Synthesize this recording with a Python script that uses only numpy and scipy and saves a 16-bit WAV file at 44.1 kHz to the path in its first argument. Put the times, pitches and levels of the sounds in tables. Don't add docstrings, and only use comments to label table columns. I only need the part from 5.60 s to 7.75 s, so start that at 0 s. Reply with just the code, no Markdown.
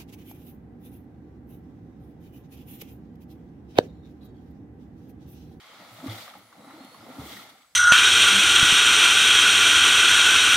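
import sys
import numpy as np
from scipy import signal
from scipy.fft import rfft, irfft, next_fast_len
from scipy.io import wavfile
from scipy.ndimage import map_coordinates

SR = 44100
rng = np.random.default_rng(int(sys.argv[2]) if len(sys.argv) > 2 else 0)


def to_wav(s):
    ch = np.atleast_2d(s).T
    pcm = np.round(np.clip(ch, -1, 1) * 32767)
    wavfile.write(sys.argv[1], SR, pcm.astype(np.int16))


N = 94815
TIME = np.arange(N) / SR
LN_1000 = np.log(1000)


def air_pockets():
    # (time [s], pitch [Hz], level [dB], t60 [s])
    pockets = [(0.204, 185, -46.5, 0.096), (0.316, 116, -50, 0.2), (0.386, 164, -48.5, 0.19),
               (0.427, 257, -28.5, 0.037), (0.439, 268, -20.5, 0.034), (.461, 266, -17, 0.039),
               (.479, 107.3, -30.5, 0.2), (0.504, 329.5, -44, 0.17), (0.749, 192, -54, 0.18),
               (.82, 109, -62.5, 0.32), (.99, 221, -51.5, 0.2), (1.071, 259.5, -43, .13),
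               (1.134, 307.5, -40, 0.094), (1.178, 317, -35.5, 0.048), (1.205, 263, -35, 0.072),
               (1.246, 258, -29, 0.032), (1.402, 121, -48.5, 0.1), (1.485, 261, -41, 0.11),
               (1.581, 275.5, -28.5, 0.079), (1.592, 123, -22, 0.032), (1.602, 71.7, -46, 0.31),
               (1.66, 305, -22.5, 0.018)]
    attack_s, rise_per_t60 = 0.01, 0.027
    out = np.zeros(N)
    for start, hz, db, t60 in pockets:
        t = np.maximum(TIME - start, 0)
        envelope = 2 * (1 - np.exp(-t / attack_s)) * np.exp(-LN_1000 * t / t60)
        out += amp(db) * envelope * np.sin(2 * np.pi * hz * t * (1 + rise_per_t60 * t / t60 / 2))
    return out


def spray():
    # (time [s], hold [s], drop level [dB], mist lag [s], mist level [dB])
    showers = [(0.521, 0.059, -45, 0.013, -49.5), (1.647, 0.14, -47.5, 0.029, -48.5)]
    # (frequency [Hz], gain [dB])
    coarse_colour = [(500, -35), (1300, 6), (1650, -6.5), (2100, 6), (2600, -7), (3400, 4.5), (4300, -2),
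                     (5500, -7), (8000, -14), (15500, -9)]
    mist_colour = [(3000, 3), (6000, -2), (8500, -2), (11000, -4.5), (13000, 1.5), (16000, 1.5)]
    coarse_gain = mist_gain = 0
    for start, hold, db, lag, mist_db in showers:
        coarse_gain += amp(db + swell(start, hold, rise_db_s=92, fall_db_s=80.5))
        mist_gain += amp(mist_db + swell(start + lag, hold_s=0.1, rise_db_s=81, fall_db_s=158))
    clumps = amp(3 * wobble(70.04))
    coarse = bubbles(coarse_colour, 1020, 12200, cycles=14, scatter_db=1.5, count=11000)
    mist = bubbles(mist_colour, 2930, 14600, cycles=7.5, scatter_db=3, count=14000)
    return clumps * coarse_gain * coarse + mist_gain * mist


def arm_strokes():
    # (time [s], level [dB])
    gurgle_level = [(0, -70), (.22, -58.5), (.3, -60), (.42, -56.5), (.53, -47.5), (.68, -67.5), (.78, -57),
                    (.89, -69), (.99, -56), (1.33, -58.5), (1.48, -52), (1.64, -48), (1.8, -55.5),
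                    (1.93, -63.5), (2.05, -79)]
    churn_level = [(0, -60.5), (.23, -52.5), (.35, -56.5), (.5, -46), (.64, -52), (.76, -57), (.85, -64),
                   (.97, -56.5), (1.09, -50), (1.2, -53.5), (1.4, -55), (1.5, -49.5), (1.62, -48),
                   (1.76, -54.5), (1.9, -56), (2.0, -67.5), (2.15, -74.5)]
    drop_level = [(0, -53), (.2, -52), (.48, -55.5), (.68, -52.5), (.88, -62), (1.04, -59.5), (1.15, -56),
                  (1.86, -57), (1.95, -60.5), (2.15, -71)]
    foam_level = [(0, -77), (.34, -60), (.7, -63.5), (.9, -70), (1.25, -64.5), (1.5, -64.5), (1.85, -61.5),
                  (2.1, -77)]
    # (frequency [Hz], gain [dB])
    gurgle_colour = [(40, -50), (70, -10.5), (115, -6.5), (165, -6), (230, 0.5), (320, -0.5), (380, -10),
                     (600, 0)]
    churn_colour = [(250, -25), (390, -16), (490, 0), (650, 3), (850, 3), (980, -3), (1150, -2.5),
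                    (1380, 0), (1600, -13.5), (2100, -4.5), (2500, -29), (5000, -53)]
    drop_colour = [(500, -19.5), (1300, 3.5), (1620, -5), (1900, 0), (2200, 2), (2550, -5), (3400, -0.5),
                   (4300, -1.5), (5300, -8), (8000, -16), (15500, -14.5)]
    foam_colour = [(4000, -19), (6500, 0.5), (9000, -1.5), (12500, 5.5), (16000, 6.5)]
    gurgle = bubbles(gurgle_colour, 79.7, 436, cycles=17.7, scatter_db=2.5, count=560)
    churn = bubbles(churn_colour, 365, 2510, cycles=16.8, scatter_db=1.5, count=2200)
    drops = bubbles(drop_colour, 955, 13300, cycles=8.1, scatter_db=-0.5, count=12000)
    foam = bubbles(foam_colour, 3800, 10300, cycles=3.1, scatter_db=2, count=9000)
    layers = [(gurgle, gurgle_level), (churn, churn_level), (drops, drop_level), (foam, foam_level)]
    return sum(layer * amp(curves(level)[0]) for layer, level in layers)


def bubbles(colour, lo_hz, hi_hz, cycles, scatter_db, count):
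    pair = []
    for _ in range(2):
        when, pitch, size, sign = rng.random((count, 4)).T[:, :, None]
        hz = lo_hz + (hi_hz - lo_hz) * pitch
        samples = np.arange(int(cycles * SR / lo_hz) // 2 + 2)
        age = samples * hz / SR / cycles
        gain = np.sign(sign - .5) * amp(-scatter_db * np.log(.01 + size)) * np.sqrt(hz)
        ring = gain * np.sin(2 * np.pi * cycles * age * (1 + age / 10)) * np.exp(-LN_1000 * age)
        slot = np.arange(count)[:, None] + 2 * when - 1
        start = (slot * N / count).astype(int).clip(0)
        cloud = np.bincount((start + samples).ravel(), ring.ravel(), N)[:N]
        pair.append(unit(cloud))
    return unit(spread(np.array(pair), colour))


def plops():
    # (time [s], level [dB], pitch [Hz])
    landings = [(0.401, -38, 1280), (.44, -39.5, 658), (0.478, -34.5, 1145), (.497, -26, 3440),
                (.522, -37, 3470), (0.677, -35.5, 1203), (.683, -42, 695), (.738, -38.5, 1273),
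                (.752, -39.5, 810), (.926, -41, 1136), (1.107, -39.5, 1246), (1.344, -38, 1076),
                (1.49, -41.5, 516), (1.616, -39.5, 431), (1.769, -32, 1890), (1.951, -49, 760),
                (2.043, -51, 1330)]
    ring_cycles, attack_s, splash_gain = 40, 0.0013, 0.56
    out = np.zeros((2, N))
    for start, db, hz in landings:
        t = np.maximum(TIME - start, 0)
        age = t * hz / ring_cycles
        splash_colour = [(hz / 4, -25), (hz, 0), (hz * 2, -12), (hz * 10, -30)]
        splash = unit(spread(rng.standard_normal((2, N)), splash_colour))
        ring = np.sin(2 * np.pi * hz * t * (1 + 0.044 * age))
        envelope = np.exp(-LN_1000 * age) * (1 - np.exp(-t / attack_s))
        out += amp(db) * envelope * (ring + splash_gain * splash)
    return out


def flicks():
    # (time [s], level [dB], band centre [Hz], left minus right [dB])
    handfuls = [(.343, -59, 13500, 0), (0.631, -49, 4100, 2), (.785, -60, 13500, 0),
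                (1.249, -55.5, 3280, -1)]
    out = np.zeros((2, N))
    for start, db, hz, pan_db in handfuls:
        envelope = amp(db + swell(start, hold_s=0, rise_db_s=700, fall_db_s=600))
        out += noise_band(hz, width_hz=.22 * hz) * pan(pan_db) * envelope
    return out


def drop_tick():
    start_s, level_db, t60_s = 1.2478, -46, .012
    t = TIME - start_s
    envelope = (t >= 0) * amp(level_db) * np.exp(-LN_1000 * np.abs(t) / t60_s)
    return envelope * rng.standard_normal((2, N)) * pan(-4)


def birds():
    # (time [s], pitch [Hz], level [dB])
    course = [(.99, 3880, -75), (1.04, 3890, -71), (1.12, 3920, -66), (1.17, 4080, -76), (1.205, 4220, -61),
              (1.23, 4260, -65), (1.33, 4340, -62), (1.4, 4460, -69)]
    # (time [s], length [s], pitch [Hz], glide [Hz/s], level [dB])
    short_notes = [(0, .02, 3150, 0, -62), (.07, .06, 3270, 0, -61), (1.402, .045, 4900, 4500, -67),
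                   (2.085, .045, 4400, 18000, -76)]
    flutter_db, wander_hz, blur_hz, fade_db_s = 2, 29.4, 160, 500
    hz, db = curves(course)
    first, last = course[0][0], course[-1][0]
    gate_db = swell(first, last - first, fade_db_s, fade_db_s)
    envelope = amp(db + gate_db + flutter_db * wobble(58.9))
    whistle = envelope * tone(hz + wander_hz * wobble(300))
    notes = np.zeros(N)
    for start, length, pitch, glide, level in short_notes:
        note_hz = pitch + glide * np.clip(TIME - start, 0, length) + blur_hz * wobble(700)
        notes += tone(note_hz) * amp(level + swell(start, length, fade_db_s, fade_db_s))
    return (whistle + foliage(notes)) * pan(-5)


def insect_trill():
    # (time [s], length [s], level [dB])
    bursts = [(.81, 0.094, -70.5), (0.992, 0.14, -69.5), (1.236, .145, -69), (1.5, .12, -68)]
    pitch_hz, climb_hz, sweep_hz, blur_hz, strokes_per_s = 10450, 130, 900, 130, 102
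    stroke = (strokes_per_s * TIME) % 1
    out = np.zeros((2, N))
    for start, length, db in bursts:
        progress = np.clip((TIME - start) / length, 0, 1)
        hz = pitch_hz + climb_hz * progress + sweep_hz * (.5 - stroke) + blur_hz * wobble(1200)
        chirps = unit(np.sin(np.pi * stroke) ** 2 * tone(hz))
        envelope = amp(db + swell(start + length / 2, length / 2, rise_db_s=80, fall_db_s=1200))
        out += foliage(chirps * envelope)
    return out * pan(4.5)


def insect_buzz():
    # (time [s], length [s], level [dB], left minus right [dB])
    buzzes = [(1.02, 0.08, -70.5, -5), (1.99, 0.17, -74, -4)]
    out = np.zeros((2, N))
    for start, length, db, pan_db in buzzes:
        envelope = amp(db + swell(start, length, rise_db_s=200, fall_db_s=200))
        out += noise_band(7830, width_hz=70) * pan(pan_db) * envelope
    return out


def foliage(call):
    t60_s, scatter_db = .03, -6
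    t = np.arange(SR // 10) / SR
    tail = rng.standard_normal((2, len(t))) * np.exp(-LN_1000 * t / t60_s)
    paths = (t == 0) + amp(scatter_db) * tail / np.linalg.norm(tail[0])
    return signal.fftconvolve(call[None], paths / np.linalg.norm(paths[0]), axes=1)[:, :N]


def bank_echo(sound):
    t60_s, build_s = .35, 0.0032
    t = np.arange(SR // 2) / SR
    tail = rng.standard_normal((2, len(t))) * np.exp(-LN_1000 * t / t60_s) * (1 - np.exp(-t / build_s))
    echo = signal.fftconvolve(sound.mean(0)[None], tail / np.linalg.norm(tail[0]), axes=1)[:, :N]
    return spread(echo, colour=[(100, -12), (350, -12.5), (1200, -2), (12000, -8)])


def outdoor_air():
    # (frequency [Hz], gain [dB])
    colour = [(20, -14), (45, 3), (200, -3), (400, -38), (800, -23), (1300, 3), (2600, -12), (4300, -9),
              (6500, -3.5), (15500, -10)]
    return amp(-67) * unit(spread(rng.standard_normal((2, N)), colour))


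def spread(pair, colour):
    # (frequency [Hz], likeness [0-1])
    likeness = [(100, 0.92), (700, 0.87), (1400, 0.63), (2800, 0.22), (5600, 0.08), (11000, 0)]

    def mid_side_gains(hz):
        angle = np.arccos(np.clip(along(likeness, hz), -1, 1)) / 2
        return amp(along(colour, hz)) * [np.cos(angle), np.sin(angle)]

    mid, side = filtered(pair, mid_side_gains)
    return np.array([mid + side, mid - side])


def amp(db):
    return 10 ** (np.asarray(db) / 20)


def unit(x):
    return x / np.sqrt(np.mean(x ** 2) + 1e-20)


def pan(db):
    return amp(np.array([[.5], [-.5]]) * db)


def swell(start, hold_s, rise_db_s, fall_db_s):
    return -rise_db_s * np.maximum(start - TIME, 0) - fall_db_s * np.maximum(TIME - start - hold_s, 0)


def along(points, hz):
    freqs, values = np.transpose(points)
    return np.interp(np.log(hz + 1), np.log(freqs + 1), values)


def curves(rows):
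    times, *columns = np.transpose(rows)
    return [np.interp(TIME, times, column) for column in columns]


def wobble(rate):
    return map_coordinates(rng.standard_normal(int(N * rate / SR) + 4), [TIME * rate])


def tone(hz):
    return np.sqrt(2) * np.sin(2 * np.pi * np.cumsum(hz) / SR)


def noise_band(hz, width_hz):
    return unit(filtered(rng.standard_normal((2, N)), lambda f: 1 / (1 + ((f - hz) / width_hz) ** 4)))


def filtered(x, response):
    size = next_fast_len(N + SR // 2)
    return irfft(rfft(x, size) * response(np.fft.rfftfreq(size, 1 / SR)), size)[..., :N]


def scene():
    direct = arm_strokes() + spray() + flicks() + air_pockets() + plops() + drop_tick() + birds()
    air = outdoor_air()
    return direct + amp(-7) * bank_echo(direct) + insect_trill() + insect_buzz() + air


def record(dry):
    # (frequency [Hz], left minus right [dB])
    balance = [(100, -0.8), (700, 0.8), (2400, -0.5), (5500, -0.9), (8300, 4), (14000, 1.5)]
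    low_cut_hz, top_hz = 50, 15780
    thinned = signal.sosfilt(signal.butter(2, low_cut_hz, "high", fs=SR, output="sos"), dry)
    return filtered(thinned, lambda hz: pan(along(balance, hz)) * (hz < top_hz))


dry = scene()
out = record(dry)
to_wav(out)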